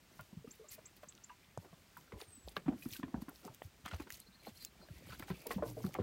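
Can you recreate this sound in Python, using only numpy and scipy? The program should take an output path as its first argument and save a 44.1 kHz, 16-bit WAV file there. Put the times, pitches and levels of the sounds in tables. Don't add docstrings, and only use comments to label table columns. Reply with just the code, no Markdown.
import sys
import numpy as np
from scipy import signal
from scipy.fft import rfft, irfft
from scipy.io import wavfile

SR = 44100
rng = np.random.default_rng(int(sys.argv[2]) if len(sys.argv) > 2 else 0)


def voltage_ratio(decibels):
    exponent = np.asarray(decibels, float) / 20
    return 10 ** exponent


def to_wav(s):
    ch = np.atleast_2d(s).T
    pcm = np.round(np.clip(ch, -1, 1) * 32767)
    wavfile.write(sys.argv[1], SR, pcm.astype(np.int16))


N = 265482


def clock(seconds):
    return np.arange(round(seconds * SR)) / SR


def in_time(rows):
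    s, *columns = np.transpose(rows)
    return [np.interp(np.arange(N) / SR, s, column) for column in columns]


def rms_one(x):
    return x / np.sqrt(np.mean(x ** 2) + 1e-20)


def band(x, low_hz, high_hz):
    edges = np.clip([low_hz, high_hz], 10, 0.45 * SR)
    return signal.sosfilt(signal.butter(2, edges, "band", fs=SR, output="sos"), x)


def drift(rate):
    r = np.exp(-80 * np.pi * rate / SR)
    slow = signal.lfilter([1], [1, -2 * r, r * r], rng.standard_normal(N // 40 + 2002))[2000:]
    return np.interp(np.arange(N) / 40, np.arange(len(slow)), rms_one(slow))


def add(out, s, sound, db):
    i = round(s * SR)
    part = sound[:N - i]
    out[i:i + len(part)] += voltage_ratio(db) * part / np.max(np.abs(sound))


def dying(t, t60):
    return voltage_ratio(-60 * t / np.clip(t60, 0.004, 2))


def blow(t, rise, t60):
    rise = np.clip(rise, 0.0006, 0.03)
    contact = np.sin(np.pi / 2 * np.minimum(t / rise, 1)) ** 2
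    return contact * dying(np.maximum(t - rise, 0), t60)


def swells(rows):
    t = np.arange(0, N + 40, 40) / SR
    s, length, *levels = np.transpose(rows)
    bell = np.exp(-np.abs((t[:, None] - s) / (0.75 * length)) ** 2)
    gains = [np.sqrt(bell ** 2 @ voltage_ratio(2 * db)) for db in levels]
    return [np.interp(np.arange(N) / SR, t, gain) for gain in gains]


def grains(per_s, spread_db):
    sizes = voltage_ratio(spread_db * np.minimum(rng.exponential(1, N), 4)) * rng.choice([-1, 1], N)
    return sizes * (rng.random(N) < per_s / SR)


def pebbles(clicks, low_hz, high_hz, cycles):
    out, dealt = 0, rng.integers(0, 16, N)
    for k, hz in enumerate(np.geomspace(low_hz, high_hz, 16)):
        r, w = voltage_ratio(-60 * hz / (cycles * SR)), 2 * np.pi * hz / SR
        struck = clicks * (dealt == k) + 1e-18
        out = out + signal.lfilter([0, np.sin(w)], [1, -2 * r * np.cos(w), r * r], struck)
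    return rms_one(out)


def note(length, start_hz, end_hz, bend):
    u = np.arange(round(length * SR)) / (length * SR)
    hz = start_hz + (end_hz - start_hz) * u ** bend
    return np.sin(2 * np.pi * np.cumsum(hz) / SR) * np.sin(np.pi * u ** 1.3)


def air():
    # f/Hz, level/dB
    colour = [(25, -9), (55, 0), (91, 1.5), (227, -6.5), (433, -11.5), (2170, -12), (4870, -15.5),
              (11500, -21.5)]
    hz, shape = np.fft.rfftfreq(N, 1 / SR), np.array(colour)
    gain = voltage_ratio(np.interp(np.log(hz + 1), np.log(shape[:, 0]), shape[:, 1]))
    hiss = rms_one(irfft(rfft(rng.standard_normal(N)) * gain, N))
    return voltage_ratio(-67 + drift(2.7) / 2) * hiss


def trampling():
    # t/s, level/dB
    herd_level = [(0, -75), (1.5, -77.5), (2.45, -74), (2.7, -71.5), (3.3, -72), (3.5, -76), (4.7, -73.5),
                  (5.1, -64.5), (5.45, -68.5), (5.6, -58), (5.85, -66), (5.92, -68), (6.02, -58)]
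    grit_db, = in_time(herd_level)
    steps = grains(500 * voltage_ratio(4 * drift(14)), 3.5)
    grit = voltage_ratio(grit_db + 4) * band(pebbles(steps, 149, 2250, 14), 80, 1100)
    chips_of_stone = voltage_ratio(-78) * pebbles(grains(260, 3.9), 1205, 9000, 98)
    rumble = rms_one(band(band(rng.standard_normal(N), 33, 65), 30, 90))
    return grit + chips_of_stone + voltage_ratio(grit_db - 4 + 3.2 * drift(5)) * rumble


def thumps():
    # t/s, length/s, level/dB
    landings = [(0.218, 0.028, -53), (0.375, 0.045, -77), (0.715, 0.029, -60), (1.583, 0.047, -42.5),
                (2.138, 0.026, -44), (2.161, 0.041, -46.5), (2.288, 0.069, -54.5), (2.462, 0.091, -48),
                (2.693, 0.06, -45), (2.765, 0.032, -54), (2.925, 0.042, -49.5), (3.061, 0.041, -50.5),
                (3.169, .1, -45.5), (3.656, 0.041, -43), (3.845, 0.025, -46.5), (3.944, 0.08, -43),
                (4.016, 0.039, -48), (4.132, 0.03, -52), (4.525, 0.06, -57), (4.915, 0.032, -45),
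                (4.965, 0.071, -52), (5.06, .1, -55), (5.118, 0.14, -50), (5.228, 0.027, -46),
                (5.319, 0.088, -48), (5.608, 0.081, -45.5), (5.873, 0.079, -53), (6.0, 0.051, -32)]
    out, t = np.zeros(N), clock(0.3)
    for (s, length, db), pick in zip(landings, rng.random(len(landings))):
        hz = (52 + 30 * pick) * (1 + 0.91 * np.exp(-t / 0.016))
        wave = np.sin(2 * np.pi * np.cumsum(hz) / SR)
        add(out, s - 0.284 * length, wave * blow(t, 0.28 * length, 1.97 * length), db)
    return out


def bleats():
    # t/s, length/s, mouth at start f/Hz, mouth at end f/Hz, level/dB
    cries = [
        (0.659, 0.26, 2300, 2200, -77.5),
        (1.272, 0.28, 2160, 2224, -76),
        (4.92, .2, 2300, 2050, -74),
        (5.27, .3, 2450, 2400, -71),
    ]
    out, t = np.zeros(N), np.arange(N) / SR
    for s, length, start_hz, end_hz, db in cries:
        mouth = np.interp(t, [s, s + length], [start_hz, end_hz])
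        cycles = np.cumsum(210 * (1 + 0.09 * drift(40))) / SR
        pulses = np.diff(np.floor(cycles), prepend=0) + 0.12 * rng.standard_normal(N)
        width = band(pulses, 20, 280)
        voice = rms_one(width * np.sin(2 * np.pi * np.cumsum(mouth) / SR))
        held = np.clip(np.minimum(t - s, s + length - t) / 0.05, 0, 1)
        out += voltage_ratio(db + 2.9 * drift(20)) * voice * held
    return out


def warble():
    # t/s, length/s, start f/Hz, end f/Hz, level/dB
    syllables = [(4.21, .024, 3750, 4600, -67), (4.264, 0.024, 3750, 4600, -66),
                 (4.318, .03, 3700, 4020, -71), (4.338, 0.029, 3850, 4650, -67),
                 (4.396, 0.023, 3850, 4580, -67), (4.462, 0.028, 3800, 4600, -60.5),
                 (4.555, 0.032, 3900, 4670, -67), (4.592, .065, 4250, 4020, -62),
                 (4.594, 0.065, 4780, 4570, -61), (4.6, 0.032, 5200, 5070, -72),
                 (4.655, .036, 4380, 3980, -65), (4.795, 0.073, 4300, 4100, -71),
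                 (4.815, 0.044, 4680, 4780, -70), (4.855, 0.023, 5300, 4920, -68.5)]
    out = np.zeros(N)
    for s, length, start_hz, end_hz, db in syllables:
        second_db = db - 4 - 20 * (length > 0.035)
        add(out, s - 0.006, note(length, start_hz, end_hz, 0.94), db)
        add(out, s, note(length, 1.02 * start_hz, 0.94 * end_hz, 0.94), second_db)
    return out * (1 + band(rng.standard_normal(N), 60, 450) * 2.5)


def whistle():
    # t/s, f/Hz, level/dB
    glide = [
        (2.195, 9560, -72),
        (2.25, 8950, -75),
        (2.3, 8400, -68),
        (2.345, 8060, -60.5),
        (2.42, 7810, -69),
        (2.475, 7550, -81),
    ]
    hz, db = in_time(glide)
    t = np.arange(N) / SR
    on = (t > glide[0][0]) & (t < glide[-1][0])
    tone = np.sin(2 * np.pi * np.cumsum(hz) / SR)
    return on * np.sqrt(2) * voltage_ratio(db + 1.9 * drift(40)) * tone


def chips():
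    # t/s, peak level/dB, top f/Hz
    calls = [
        (0.508, -52, 7650),
        (.684, -52, 7900),
        (0.855, -50.5, 7850),
        (1.085, -48.5, 8000),
        (1.237, -51, 7520),
    ]
    out, length = np.zeros(N), 0.0105
    for s, db, top_hz in calls:
        add(out, s - 0.001, note(0.0065, 4630, 0.95 * top_hz, 0.81), db - 1.5)
        add(out, s + 0.002, note(length, 0.88 * top_hz, top_hz, 0.504), db)
        add(out, s + 0.003, note(length, 0.82 * top_hz, top_hz, 1), db - 8)
    return out * (1 + band(rng.standard_normal(N), 100, 500) * 2)


def birds():
    song = chips() + warble() + whistle()
    lag = clock(0.12)
    slope = rng.standard_normal(len(lag)) * dying(lag, 0.07)
    return song + voltage_ratio(-6) * signal.fftconvolve(song, slope / np.linalg.norm(slope))[:N]


def rubble():
    # t/s, length/s, level/dB
    slides = [(.33, .03, -64.5), (1.66, 0.046, -62), (2.16, .05, -60), (2.71, 0.047, -56),
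              (3.17, 0.047, -55.5), (3.25, 0.027, -68), (3.315, .03, -62), (3.48, .06, -58.5),
              (3.93, 0.054, -59), (4.48, .04, -60), (4.84, .04, -66), (5.145, .025, -60),
              (5.49, 0.046, -55), (5.54, .04, -55.5), (5.595, .04, -53), (5.675, .05, -50), (5.8, .04, -55),
              (5.87, .04, -54), (5.965, 0.027, -49.5)]
    settling, = swells(slides)
    return settling * band(pebbles(grains(900, 3.8), 280, 1050, 18), 207, 1100)


def branch():
    # t/s, f/Hz, level/dB, t60/s
    hums = [(5.6, 300, -47, .8), (5.65, 116, -46, 2.), (5.63, 460, -35, .14), (5.624, 590, -35, .1),
            (5.624, 1030, -43, .12), (5.624, 1480, -44, .11), (5.768, 620, -41, .1), (5.772, 440, -42, .11),
            (5.465, 470, -41, .07), (.594, 440, -48, .14), (1.302, 985, -49, .09), (1.97, 980, -49, .07),
            (2.14, 1000, -58, .25)]
    out, t = np.zeros(N), clock(0.27)
    for (s, hz, db, t60), noise in zip(hums, rng.standard_normal((len(hums), len(t)))):
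        rattle = rms_one(band(noise, 0.9 * hz, 1.155 * hz))
        edges = np.minimum(t * hz / 2.7, 1) * np.minimum((t[-1] - t) / 0.044, 1)
        add(out, s, (np.sin(2 * np.pi * hz * t) + 0.3 * rattle) * dying(t, t60) * edges, db)
    return out * voltage_ratio(1.5 * drift(25))


def pings():
    # t/s, peak level/dB, f/Hz, t60/s
    nudges = [(.195, -52, 620, .04), (1.58, -46, 170, .06), (2.13, -48, 205, .07), (3.49, -50, 125, .1),
              (3.851, -50, 3000, .015), (3.859, -45, 740, .07), (3.86, -46, 3200, .03),
              (3.859, -49, 6200, .012), (3.88, -49, 2050, .07), (3.88, -50, 3200, .03),
              (3.912, -48, 2950, .02), (3.922, -47, 1950, .02), (3.933, -49, 3500, .02),
              (3.946, -49, 5900, .015), (3.998, -48, 2500, .04), (4.815, -56, 1350, .03),
              (4.825, -55, 620, .06), (4.886, -54, 1650, .03), (4.886, -53, 600, .04),
              (5.095, -47, 110, .12), (5.135, -49, 1480, .05), (5.296, -51, 2250, .04),
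              (5.345, -56, 2350, .04), (5.42, -56, 2400, .05), (5.842, -45, 1150, .05),
              (5.865, -47, 1300, .02), (5.949, -44, 1150, .03), (5.986, -39, 1050, .04),
              (.61, -51, 440, .08), (2.221, -50, 780, .03), (2.567, -36, 1550, .035),
              (2.842, -50, 11500, .01), (2.85, -50, 5000, .01), (2.907, -47, 3500, .012),
              (2.915, -44, 14000, .01), (2.936, -45, 13000, .01), (2.965, -43, 13000, .012),
              (2.974, -49, 11500, .01), (3.149, -42, 750, .05), (3.175, -40, 180, .05),
              (3.29, -48, 1400, .04), (5.108, -53, 1150, .06), (5.148, -51, 1500, .03),
              (5.288, -51, 2900, .02), (2.955, -53, 1520, .1), (3.93, -41, 84, .16), (5.305, -42, 148, .07),
              (4.8, -52, 190, .08)]
    out, t = np.zeros(N), clock(0.15)
    for (s, db, hz, t60), apart in zip(nudges, rng.uniform(0.04, 0.12, len(nudges))):
        pair = np.sin(2 * np.pi * hz * t) + 0.5 * np.sin(2 * np.pi * hz * (1 + apart) * t)
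        add(out, s, pair * blow(t, 1.5 / hz, t60), db)
    return out


def ticks():
    # t/s, peak level/dB, centre f/Hz, bright part level/dB
    snaps = [(0.21, -41, 14300, -6), (0.9662, -45, 12800, -17), (1.124, -46, 3480, -14),
             (1.1513, -45.5, 5900, -14), (1.5756, -42, 7350, -14), (1.973, -35.5, 15500, -19),
             (2.2149, -32, 3940, -12), (2.203, -43, 10500, -8), (2.306, -49, 9500, -15),
             (2.353, -42, 17500, -25), (2.492, -45, 9000, -12), (3.947, -52, 6000, -20),
             (3.923, -48, 2500, -20), (2.485, -36.5, 4400, -25), (2.5667, -28, 3100, -17),
             (2.834, -44, 12200, -13), (2.8878, -34, 15200, -16), (2.927, -35, 4470, -9),
             (2.935, -33, 3400, -12), (2.948, -37, 11000, -13), (2.9659, -36, 3320, -11),
             (3.2206, -38.5, 15200, -18), (3.2946, -36, 12800, -22), (3.359, -43, 4650, -17),
             (3.4513, -42, 7020, -5), (3.547, -48.5, 3390, 3), (3.8604, -39, 3100, 0),
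             (3.88, -44, 8000, -10), (4.006, -48, 12000, -10), (4.022, -46.5, 14000, -8),
             (1.178, -47, 3200, -20), (4.104, -35, 2100, -3), (4.124, -38, 6670, 1),
             (4.202, -33, 10000, -28), (4.6492, -35, 6040, 4.5), (5.1965, -43, 3870, 4.5),
             (5.469, -25.5, 14600, -20), (5.699, -50, 6080, -8), (5.865, -40.5, 4400, 0),
             (5.942, -36.5, 2620, -2)]
    out, t = np.zeros(N), clock(0.03)
    for (s, db, hz, bright_db), noise in zip(snaps, rng.standard_normal((len(snaps), len(t)))):
        burst = 5 * (t == 0) + noise * (dying(t, 0.005) + voltage_ratio(-14) * dying(t, 0.03))
        add(out, s, band(burst, 0.78 * hz, 1.28 * hz), db - 2)
        add(out, s, band(burst, 4600, 24000), db + bright_db + 6)
    return out


def scuffs():
    # t/s, length/s, level/dB
    brushes = [(.732, 0.03, -50), (1.036, .015, -64), (1.634, 0.045, -70.5), (1.987, 0.081, -68.5),
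               (2.837, 0.075, -59.5), (3.374, 0.084, -66.5), (3.965, 0.012, -62), (4.199, 0.0088, -62),
               (4.563, 0.031, -60.5), (5.689, 0.055, -55.5)]
    # t/s, length/s, level/dB
    drags = [(.213, .12, -70.5), (.532, 0.076, -68), (2.487, 0.023, -61), (2.945, 0.061, -52.5),
             (3.292, .0099, -68), (3.459, 0.025, -60.5), (3.546, 0.016, -63), (3.645, 0.034, -64),
             (4.13, 0.041, -58.5), (4.162, 0.075, -62.5), (4.626, 0.058, -59.5), (4.66, .01, -71),
             (5.197, 0.014, -56.5), (5.408, 0.07, -68), (5.471, .006, -50), (5.522, .022, -50),
             (5.49, .02, -62), (5.831, 0.11, -61)]
    # t/s, length/s, level/dB
    scrapes = [(.973, 0.012, -67.5), (2.213, 0.038, -63), (2.522, .012, -67), (2.57, .016, -59),
               (3.224, 0.019, -66), (4.014, 0.04, -65), (4.473, 0.06, -65), (4.97, 0.12, -69.5),
               (5.122, 0.085, -62), (5.228, 0.022, -62), (5.295, .04, -62.5), (5.38, .1, -67),
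               (5.52, .02, -56), (5.555, .035, -62), (5.937, 0.02, -66.5)]
    # t/s, length/s, level/dB
    grinds = [
        (3.866, .022, -69),
        (3.885, .012, -72),
        (3.915, .012, -72),
        (3.941, .023, -71),
    ]
    # strokes, middle over fine part level/dB, coarse over fine part level/dB
    covers = [(brushes, -0.54, -8), (drags, 0.3, -3), (scrapes, 2.8, 5.8), (grinds, 8.6, 16.4)]
    strokes = [(s, length, db - 4, db + middle_db - 4, db + low_db - 4.5)
               for table, middle_db, low_db in covers for s, length, db in table]
    high, middle, low = swells(strokes)
    together = 1.2 * drift(50)
    clumps = [voltage_ratio(together + 2 * drift(50)) for k in range(3)]
    fine = high * clumps[0] * pebbles(grains(8000, 5.5), 9870, 15700, 28)
    crackle = middle * clumps[1] * pebbles(grains(5000, 4.5), 4500, 18000, 17)
    coarse = low * clumps[2] * band(pebbles(grains(5000, 4), 1900, 4800, 25), 1600, 6000)
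    return fine + crackle + coarse


def thuds():
    # t/s, peak level/dB, ring f/Hz
    on_earth = [(.325, -43, 187), (.366, -37, 152), (.47, -40.5, 247), (2.213, -44, 450),
                (2.372, -50.5, 227), (1.975, -53.5, 179), (2.57, -41, 172), (3.925, -44, 159),
                (2.564, -37, 426), (3.217, -32, 241), (3.449, -43, 210), (3.996, -34.5, 308),
                (4.901, -44.5, 142), (5.196, -40, 320), (5.463, -37, 450), (5.503, -35.5, 460),
                (5.624, -32, 357), (2.735, -38.5, 258), (6.001, -31, 197)]
    # t/s, peak level/dB, ring f/Hz
    on_wood = [(.19, -46, 145), (.441, -42.5, 446), (2.121, -42, 462), (2.68, -20, 264), (2.721, -37, 242),
               (2.856, -29, 262), (2.989, -36, 260), (3.031, -27.5, 281), (3.138, -25.5, 238),
               (3.855, -44, 227), (4.466, -43.5, 513), (5.985, -30, 375)]
    # t/s, peak level/dB, ring f/Hz
    on_slab = [(1.727, -49, 164), (2.659, -34.5, 167), (3.079, -43, 259), (3.278, -38, 290),
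               (3.46, -43.5, 395), (4.062, -50, 364), (4.283, -51.5, 190), (4.475, -45.5, 216),
               (5.3, -32, 181.4), (5.3, -35, 378), (5.559, -29, 193), (5.698, -47, 194), (5.84, -26.5, 186),
               (5.845, -35, 363), (5.985, -29.5, 177), (5.864, -35, 149)]
    # steps, rise/s, t60/s
    footings = [(on_earth, 0.0095, 0.023), (on_wood, 0.0078, 0.035), (on_slab, 0.0077, 0.07)]
    out, t = np.zeros(N), clock(0.2)
    steps = [(*step, rise, t60) for table, rise, t60 in footings for step in table]
    noise, chance = rng.standard_normal((len(steps), len(t))), rng.random(len(steps))
    for (s, db, hz, rise, t60), soil, lower in zip(steps, noise, chance):
        sag = 1 + 0.019 * np.exp(-t * hz / 2)
        body = np.sin(2 * np.pi * hz * t * sag)
        body += voltage_ratio(-9) * np.sin(2 * np.pi * hz * (0.5 + 0.25 * lower) * t)
        lumps = rms_one(band(band(soil, 0.73 * hz, 1.236 * hz), 0.3 * hz, 1.58 * hz))
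        add(out, s, body * blow(t, rise, t60) + voltage_ratio(-18) * lumps * blow(t, rise, 0.26), db - 2)
    return out


def knocks():
    # t/s, peak level/dB, ring f/Hz, grit level/dB
    clacks = [(1.968, -44, 1420, -7.5), (2.12, -44, 1140, -1), (2.203, -43.5, 1260, 6),
              (2.476, -41, 505, -25), (2.565, -32, 1150, 0), (2.855, -48, 660, 6), (3.142, -36, 920, -10.5),
              (3.862, -35.5, 1310, -19), (3.879, -42, 1490, -5), (3.934, -40, 1310, 8),
              (4.069, -49.5, 850, 10), (5.13, -51, 1450, -6), (5.196, -42, 2370, 0), (5.224, -39, 1750, -3),
              (5.842, -44.5, 1330, 2), (5.95, -44, 1180, 5)]
    # t/s, peak level/dB, ring f/Hz, grit level/dB
    clinks = [(.193, -44, 1415, 1.5), (.474, -54, 1240, 3), (1.032, -46, 605, 3), (1.729, -51, 664, -1),
              (2.681, -36, 740, -5), (2.682, -43, 1140, -6), (5.953, -47, 2180, -10),
              (5.96, -42.5, 760, -4), (2.724, -45, 715, 2), (2.823, -46, 2500, -18), (2.954, -54, 1574, -7),
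              (3.03, -40, 1012, 3), (3.283, -45.5, 1033, 1), (3.478, -45.5, 896, -3),
              (4.103, -52, 1975, -3), (5.282, -45.5, 804, 9), (5.507, -31, 1118, 8), (5.624, -31, 603, -6),
              (5.508, -37, 717, -4), (5.52, -39, 1080, -5), (5.512, -42, 1950, -10),
              (3.031, -44, 1780, -10), (3.48, -49, 1320, -10), (3.08, -53, 1000, 2)]
    # t/s, peak level/dB, ring f/Hz, grit level/dB
    slips = [(1.294, -48.5, 1620, -10), (1.643, -49.5, 720, 14), (2.659, -48, 896, 6),
             (3.852, -44, 1213, 4), (3.911, -43, 1390, 8), (3.997, -43.5, 765, 17), (4.466, -43, 778, -2),
             (5.3, -40.5, 994, 6), (5.579, -40, 528, -12), (5.947, -37, 790, 8), (5.985, -32, 520, -11),
             (5.996, -32.5, 424, -12)]
    # t/s, peak level/dB, ring f/Hz, grit level/dB
    rolls = [(.636, -53, 610, -10), (.776, -49, 632, -5.5), (3.442, -49, 738, -6), (5.095, -50, 1495, -2),
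             (5.118, -43.5, 1454, 0), (5.452, -42.5, 620, -5)]
    # t/s, peak level/dB, ring f/Hz, grit level/dB
    raps = [(1.575, -32.5, 608, -27), (2.667, -47, 1290, -9), (2.689, -50.5, 2350, -20),
            (2.736, -46.5, 695, -13), (2.998, -50, 1300, -15), (3.22, -48, 1000, -15),
            (3.619, -37, 675, -22), (3.62, -42, 1900, -22), (5.909, -53.5, 1200, -15),
            (6.016, -46, 1490, -15)]
    # blows, rise/s, t60/s, rattle of neighbouring stones level/dB
    contacts = [(clacks, 0.0013, 0.0056, -15.5), (clinks, 0.00055, 0.041, -14.5), (slips, 0.0047, 0.02, -9),
                (rolls, 0.012, 0.043, -11), (raps, 0.00095, 0.0059, -23)]
    out, t = np.zeros(N), clock(0.12)
    hits = [(*hit, *contact) for table, *contact in contacts for hit in table]
    noise, chance = rng.standard_normal((len(hits), len(t))), rng.random((len(hits), 2, 5))
    for (s, db, hz, grit_db, rise, t60, rattle_db), grit, (ratio, size) in zip(hits, noise, chance):
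        near = hz * 2 ** (1.5 * ratio[:, None] - 0.55)
        neighbours = (size[:, None] * hz / near * np.sin(2 * np.pi * near * t)).sum(0)
        modes = np.sin(2 * np.pi * hz * t) + voltage_ratio(-7.5) * neighbours
        crumbs = grit * (np.abs(grit) > 2.45)
        crunch = band(crumbs, 490, 1660) * 10 + band(band(crumbs, 1400, 2800), 1460, 4800)
        crunch = rms_one(crunch) * voltage_ratio(min(grit_db, 6) - 9)
        rattle = sum(band(crumbs, 0.943 * stone, 1.06 * stone) for stone in [hz, *near[:, 0]])
        rattle = rms_one(rattle) * voltage_ratio(rattle_db)
        add(out, s, modes * blow(t, rise, 1.4 * t60) + (crunch + rattle) * blow(t, rise, 0.088), db + 1.5)
    return out


def scene():
    hillside = air() + birds() + bleats()
    soil_and_stones = trampling() + thumps() + rubble() + branch() + pings()
    hooves = ticks() + scuffs() + thuds() + knocks()
    return (hillside + soil_and_stones + hooves)[None]


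def low_pass(x):
    return signal.sosfilt(signal.butter(12, 16630, fs=SR, output="sos"), x)


def record(dry):
    port = signal.lfilter(*signal.iirpeak(10450, 9, fs=SR), dry)
    top = signal.ellip(10, 0.5, 32, 15850, fs=SR, output="sos")
    bottom = signal.butter(4, 36, "high", fs=SR, output="sos")
    mix = signal.sosfilt(np.vstack([top, bottom]), dry - 0.45 * port)
    return low_pass(mix)


dry = scene()
out = record(dry)
to_wav(out)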